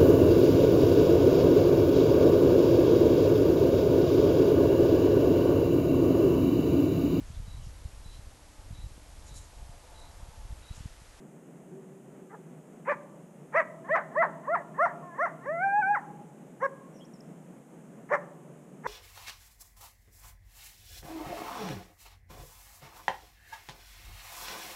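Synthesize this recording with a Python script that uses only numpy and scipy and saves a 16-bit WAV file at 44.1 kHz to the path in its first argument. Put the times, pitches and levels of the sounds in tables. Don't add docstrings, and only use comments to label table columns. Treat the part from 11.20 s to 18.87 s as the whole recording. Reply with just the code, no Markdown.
import sys
import numpy as np
from scipy import signal
from scipy.fft import rfft, irfft, next_fast_len
from scipy.io import wavfile
from scipy.ndimage import uniform_filter1d, map_coordinates

SR = 44100
rng = np.random.default_rng(int(sys.argv[2]) if len(sys.argv) > 2 else 0)


def unload_wav(signal):
    wavfile.write(
        sys.argv[1],
        SR,
        np.round(np.clip(np.atleast_2d(signal).T, -1, 1) * 32767).astype(np.int16),
    )


N = 338247

# freq_hz, weight (factor on a call's ring_db)
RING = [(4300, 0), (4950, 0.05), (5300, 0.52), (5800, 1.76), (6400, 1.3), (7400, 0), (8700, 1.57),
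        (10000, 0)]


def amp(db):
    return 10 ** (np.asarray(db) / 20)


def unit(x):
    return x / np.sqrt(np.mean(x ** 2) + 1e-20)


def blend(a, b, share):
    return a + (b - a) * share


def bump(t, centre, width):
    return np.exp(-((t - centre) / width) ** 2)


def along(points, hz):
    point_hz, values = np.transpose(points)
    return np.interp(np.log(hz + 1), np.log(point_hz + 1), values)


def curves(rows, t):
    time_s, *columns = np.transpose(rows)
    return [np.interp(t, time_s, column) for column in columns]


def wobble(rate_hz, t):
    knots = rng.standard_normal(4096)
    return map_coordinates(knots, [(t - t[0]) * rate_hz], mode="wrap")


def filtered(x, response):
    size = next_fast_len(N + SR // 2)
    hz = np.fft.rfftfreq(size, 1 / SR)
    return irfft(rfft(x, size) * response(hz), size)[:N]


def noise(spectrum):
    return unit(filtered(rng.standard_normal(N), lambda hz: amp(along(spectrum, hz))))


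def coyote():
    # start_s, rise_s, hold_s, start_hz, crest_hz, fundamental_db, second_harmonic_db, higher_harmonics_db,
    # roughness (0-1), crack_db, crack_roughness (0-1), period_doubling (0-1), ring_db, hoarse_air_db,
    # gape (factor on the throat's frequencies)
    barks = [(1.12, 0.025, 0.0088, 411, 442, -39, -45.5, -51.5, 0.48, -50, .55, 0, 0, -17, 0.9),
             (1.671, .036, 0.012, 458.8, 600, -25, -29.5, -29.5, 0.23, -26.5, .75, 0.07, -1, 1, 1.04),
             (2.342, 0.044, .017, 466, 676, -22, -26, -23, 0.13, -26.5, 0.8, 0.36, 1.5, 0, 1.013),
             (5.419, 0.037, 0.0072, 476, 555.4, -25.5, -28, -26.5, 0.12, -43, 0.6, 0, 10, -21, 0.93),
             (6.91, .031, 0.0136, 459.5, 598.7, -22.5, -26, -29.5, 0.42, -30, 0.6, .6, 1, 5, 0.93),
             (7.655, 0.039, .01, 462, 534, -30.5, -26.5, -23, 0.4, -30, .5, 0.2, 9.5, -3, 0.91)]
    # start_s, rise_s, hold_s, crest_hz, bow (shape of the climb, 1 = straight),
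    # fundamental_db, second_harmonic_db, mid_climb_dip_db, higher_harmonics_db, crack_db,
    # crack_roughness (0-1), period_doubling (0-1), ring_db, hoarse_air_db, gape (factor)
    yips = [(2.694, 0.053, 0.0043, 668, 1.55, -22, -20.5, 30, -22.5, -18.5, 0.95, 0.29, 1.5, -9, 0.95),
            (2.96, 0.057, 0.005, 679.3, 2, -20, -18.5, 21.5, -20.5, -19, 0.55, 0.67, -9.5, -15, 0.88),
            (3.278, .064, 0.0035, 699.5, 1.66, -23.5, -21.5, 16.5, -32, -23, 0.32, 0, -5, -14.5, 0.91),
            (3.588, .048, .017, 714.3, 1.05, -21, -21, -0.5, -21.5, -23, 0.55, 0, 9.5, -12.5, 0.87),
            (3.989, .044, .021, 717, 0.79, -25, -23.5, 0.5, -26, -27.5, 0.35, 0, 10.5, -8, 0.91)]
    calls = [bark(*row) for row in barks] + [yip(*row) for row in yips]
    calls += [whine(), howl()]
    return sum(forest(one_call) for one_call in calls)


def bark(opens, rise, hold, start_hz, crest_hz, first_db, second_db, upper_db, rough,
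         crack_db, crack_rough, doubling, *colour, bow=1.847, pressed_s=.03):
    # murmur_s, murmur_hz, murmur_db, murmur_rough (0-1), lead_s, attack_s triple, crack_tilt_db triple,
    # slack_hz, drop_s, release_db_per_s, tail_s
    bark_style = dict(murmur_s=.016, murmur_hz=385.9, murmur_db=-57, murmur_rough=0.44, lead_s=0.024, attack_s=(0.033, 0.037, 0.046),
                  crack_tilt_db=(-1.5, 1.5, -6),
                  slack_hz=408, drop_s=0.0208, release_db_per_s=602.5, tail_s=0.028)

    def held(t):
        pitch = climb(t, opens, rise, hold, start_hz, crest_hz, bow)
        return pitch, (first_db, second_db, upper_db), rough

    t, *voice = gesture(opens, opens + rise + hold, held, crack_db, crack_rough, **bark_style)
    doubled = doubling * bump(t, opens + rise, pressed_s)
    return call(t, *voice, doubled, *colour)


def yip(opens, rise, hold, crest_hz, bow, first_db, second_db, dip_db, upper_db,
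        crack_db, crack_rough, doubling, *colour, start_hz=510, rough=.025, effort_db_per_hz=0.02,
        dip_at=.52, dip_width=.35, pressed_after_s=.018, pressed_s=.016):
    yip_style = dict(murmur_s=0.045, murmur_hz=330.5, murmur_db=-52, murmur_rough=.15, lead_s=.017, attack_s=(0.033, 0.024, 0.039),
                 crack_tilt_db=(-17.5, 2, -4),
                 slack_hz=275.4, drop_s=.021, release_db_per_s=369.5, tail_s=.08)
    breaks = opens + rise + hold

    def held(t):
        pitch = climb(t, opens, rise, hold, start_hz, crest_hz, bow)
        effort_db = effort_db_per_hz * (pitch - crest_hz)
        hollow_db = dip_db * bump((t - opens) / rise, dip_at, dip_width)
        levels_db = [db + effort_db for db in (first_db, second_db - hollow_db, upper_db)]
        return pitch, levels_db, rough

    t, *voice = gesture(opens, breaks, held, crack_db, crack_rough, **yip_style)
    doubled = doubling * bump(t, breaks + pressed_after_s, pressed_s)
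    return call(t, *voice, doubled, *colour)


def howl(gain_db=4.5, upper_db=-3.6, rough=.012, crack_db=-20, crack_rough=0.2):
    # time_s, pitch_hz, fundamental_db, second_harmonic_db
    held_note = [(4.265, 516, -40.5, -46), (4.297, 596, -31, -41), (4.335, 667, -34, -49),
                 (4.379, 679.5, -34, -39.5), (4.397, 702, -35, -39.5), (4.439, 787, -30, -28.5),
                 (4.465, 788, -25, -35.5), (4.511, 795.6, -31, -33), (4.535, 806, -26.5, -35),
                 (4.565, 828, -24.5, -33.5), (4.595, 847, -22.5, -40.5), (4.611, 847, -27, -35.5),
                 (4.631, 748.6, -38, -25.5), (4.679, 793, -28, -32.5), (4.713, 830, -22.5, -39),
                 (4.746, 825.5, -32.5, -28)]
    howl_style = dict(murmur_s=.05, murmur_hz=338.4, murmur_db=-55.5, murmur_rough=.06, lead_s=.025, attack_s=(0.018, .015, 0.02),
                  crack_tilt_db=(-14.5, 1.5, -7.5),
                  slack_hz=279, drop_s=.028, release_db_per_s=424, tail_s=.055)

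    def held(t):
        pitch, first_db, second_db = curves(held_note, t)
        higher_db = (first_db + second_db) / 2 + upper_db
        return pitch, gain_db + np.array([first_db, second_db, higher_db]), rough

    voice = gesture(held_note[0][0], held_note[-1][0], held, crack_db, crack_rough, **howl_style)
    return call(*voice, doubling=0, ring_db=7.5, hoarse_db=-18.5, gape=.95)


def whine(first_db=-50, second_db=-48, upper_db=-55):
    # time_s, pitch_hz
    glide = [(3.828, 360), (3.875, 357), (3.92, 338), (3.95, 335)]
    t = span(glide[0][0], glide[-1][0])
    pitch = curves(glide, t)[0]
    return call(t, pitch, (first_db, second_db, upper_db), rough=.03,
                doubling=0, ring_db=8, hoarse_db=-7, gape=0.83)


def span(start, end, fade=0.0089):
    return np.arange(int((start - fade) * SR), int((end + fade) * SR)) / SR


def climb(t, opens, rise, hold, start_hz, crest_hz, bow, sag_hz_per_s=2574):
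    to_go = np.clip(1 - (t - opens) / rise, 0, 1)
    sag_hz = sag_hz_per_s * np.clip(t - opens - rise, 0, hold)
    return crest_hz - (crest_hz - start_hz) * to_go ** bow - sag_hz


def gesture(opens, breaks, held, crack_db, crack_rough, murmur_s, murmur_hz, murmur_db, murmur_rough,
            lead_s, attack_s, crack_tilt_db, slack_hz, drop_s, release_db_per_s, tail_s,
            scoop_s=.016, crack_s=0.0042, drop_bend=1.15, settle_s=0.076):
    t = span(opens - murmur_s, breaks + tail_s)
    pitch, levels_db, rough = held(t)
    early = np.maximum(opens - t, 0)
    late = np.maximum(t - breaks, 0)
    pitch = blend(murmur_hz, pitch, np.exp(-early / scoop_s))
    pitch = blend(slack_hz, pitch, np.exp(-(late / drop_s) ** drop_bend))
    swells = [np.clip((t - opens + lead_s) / s, 0, 1) for s in attack_s]
    cracked = 1 - np.exp(-(late / crack_s) ** 2)
    shaped_db = []
    for level_db, swell, tilt_db in zip(levels_db, swells, crack_tilt_db):
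        swelling_db = blend(murmur_db, level_db, swell)
        dying_db = crack_db + tilt_db - release_db_per_s * late
        shaped_db.append(blend(swelling_db, dying_db, cracked))
    rough = blend(murmur_rough, rough, swells[-1])
    rough = blend(rough, crack_rough * np.exp(-late / settle_s), cracked)
    return t, pitch, shaped_db, rough


def call(t, pitch, levels_db, rough, doubling, ring_db, hoarse_db, gape, jitter=0.098, jitter_hz=500,
         rasp=1.0, rasp_hz=450, fade_s=0.012, pure_db=-11, shimmer_db=0.7763, shimmer_hz=38.4, count=14):
    # (per Hz, relative)
    hoarse = [(200, -66.5), (600, 0.5), (1100, 5.5), (1450, 6), (1900, 7.5), (2300, 5), (2700, -25.5),
              (3600, -30.5), (4700, -43), (6000, -30), (9000, -35.5), (12000, -64.5)]
    first_db, second_db, upper_db = levels_db
    pitch = uniform_filter1d(pitch, SR // 200)
    rough = np.clip(rough, 0, 1)
    shut = np.interp(pitch, [490, 590], [1, 0]) * (1 - rough) ** 2
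    pure = (1 - shut) * np.exp(-rough / 0.21)
    shaken_hz = pitch * (1 + jitter * rough * wobble(jitter_hz, t))
    phase = 2 * np.pi * np.cumsum(shaken_hz) / SR

    puffs = (1 + np.cos(phase)) * rng.standard_normal(len(t))
    air = filtered(puffs, lambda hz: amp(along(hoarse, hz / gape) + ring_db * along(RING, hz)))[:len(t)]
    voice = amp(upper_db + hoarse_db) * rough * unit(air)

    for k in range(1, count + 1):
        level_db = first_db if k == 1 else second_db if k == 2 else upper_db
        level_db = level_db + (k > 3) * pure_db * pure
        level_db = level_db + shimmer_db * min(k - 1, 6) * wobble(shimmer_hz, t)
        smear = rasp * rough * (.5 if k == 1 else 1)
        flicker = wobble(rasp_hz, t) + 1j * wobble(rasp_hz, t)
        band = (1 + smear * flicker) / np.sqrt(1 + 2 * smear ** 2)
        line = band * np.exp(1j * (k * phase + rng.uniform(0, np.pi)))
        voice += amp(level_db + mouth(k * pitch, gape, shut, ring_db)) * line.real
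        halfway = np.real(line * np.exp(1j * phase / 2))
        halfway_db = upper_db + mouth((k + .5) * pitch, gape, shut, ring_db)
        voice += doubling * amp(halfway_db) * halfway

    edges = np.clip(np.minimum(t - t[0], t[-1] - t) / fade_s, 0, 1)
    out = np.zeros(N + SR)
    out[round(t[0] * SR):][:len(t)] = np.sqrt(2) * voice * edges
    return out[:N]


def mouth(hz, gape, shut, ring_db, jaw_depth=1.25):
    # freq_hz, gain_db
    throat = [(250, -28.5), (400, -28), (520, -3), (2050, -4.5), (2350, -13), (2700, -26.5), (3600, -44.5),
              (4600, -49.5), (5900, -49.5), (7200, -57), (9000, -51), (11000, -55)]
    # freq_hz, gain_db
    shut_jaws = [(450, 0), (740, -5), (1080, 7), (1420, -9), (1880, 6), (2200, -9), (3000, -2)]
    return along(throat, hz / gape) + jaw_depth * shut * along(shut_jaws, hz) + ring_db * along(RING, hz)


def forest(x, bank_db=-20, bank_t60=0.11, bank_delay=.018, trees_db=-16.5, trees_delay=0.03):
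    # freq_hz, t60_s
    tree_decay = [(300, 0.89), (750, 1.115), (1300, 0.48), (2000, 0.45), (3000, 0.34), (6000, 0.89)]
    hz, t, z = signal.stft(rng.standard_normal(SR), SR, nperseg=256)
    decay = amp(-60 * t / along(tree_decay, hz)[:, None])
    onset = np.clip(t / trees_delay - .5, 0, 1)
    trees = signal.istft(z * decay * onset, SR, nperseg=256)[1]
    t = np.arange(len(trees)) / SR
    banks = rng.standard_normal(len(t)) * amp(-60 * t / bank_t60) * (t > bank_delay)
    answer = amp(bank_db) * banks / np.linalg.norm(banks)
    answer += amp(trees_db) * trees / np.linalg.norm(trees)
    return x + signal.oaconvolve(x, answer)[:N]


def bird(waver=0.033, waver_hz=410):
    # start_s, length_s, start_hz, end_hz, level_db
    chips = [(5.724, 0.1, 5700, 5440, -68), (5.794, 0.054, 2980, 3300, -60),
             (5.843, 0.022, 5250, 5630, -63.5), (5.934, 0.013, 5850, 5250, -59),
             (5.946, 0.028, 5430, 5250, -68), (6.005, 0.0055, 4950, 5750, -53)]
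    out = np.zeros(N)
    for start, length, from_hz, to_hz, db in chips:
        t = np.arange(int(length * SR)) / SR
        hz = np.linspace(from_hz, to_hz, len(t)) * (1 + waver * wobble(waver_hz, t))
        whistle = np.sin(2 * np.pi * np.cumsum(hz) / SR)
        swell = np.sin(np.pi * t / length)
        out[int(start * SR):][:len(t)] += amp(db) * np.sqrt(2) * swell * whistle
    return out


def background(rumble_db=1.5, hiss_db=-69.5, flutter_db=1.0, flutter_hz=11, drone_hz=378, drone_width_hz=22):
    # (per Hz, relative)
    rumble_colour = [(25, -33), (105, -34), (120, -28), (137, -5.5), (158, 0), (200, -4.5), (260, -8),
                     (400, -11.5), (630, -16.5), (1000, -25.5), (2000, -34), (3000, -41.5), (4300, -59.5),
                     (7000, -61)]
    hiss_colour = [(3000, -3), (4500, -13), (5800, -6), (6500, 2), (8500, 1), (11000, -5), (15000, -14.5)]
    # time_s, level_db
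    rumble_swell = [(0.0, -52), (2.26, -51.5), (2.88, -49), (4.09, -51), (7.37, -51.5), (7.6, -51.5)]
    # time_s, level_db
    drone_level = [(0, -58.5), (.4, -69), (.52, -48), (.8, -60.5), (1.0, -57.5), (1.2, -56), (1.4, -69),
                   (7.67, -73)]
    t = np.arange(N) / SR
    swell_db = curves(rumble_swell, t)[0] + rumble_db + flutter_db * wobble(flutter_hz, t)
    rumble = amp(swell_db) * noise(rumble_colour)
    drone = unit(filtered(rng.standard_normal(N), lambda hz: bump(hz, drone_hz, drone_width_hz)))
    drone = amp(curves(drone_level, t)[0]) * drone
    hiss = amp(hiss_db) * noise(hiss_colour)
    return rumble + drone + hiss


def scene():
    return (coyote() + forest(bird()) + background())[None]


def record(dry, top_hz=15300, fade_s=0.0037):
    low_pass = signal.ellip(10, .1, 70, top_hz, fs=SR, output="sos")
    out = signal.sosfilt(low_pass, dry)
    left = np.minimum(np.arange(N)[::-1] / (fade_s * SR), 1)
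    return out * np.sin(np.pi / 2 * left) ** 2


dry = scene()
out = record(dry)
unload_wav(out)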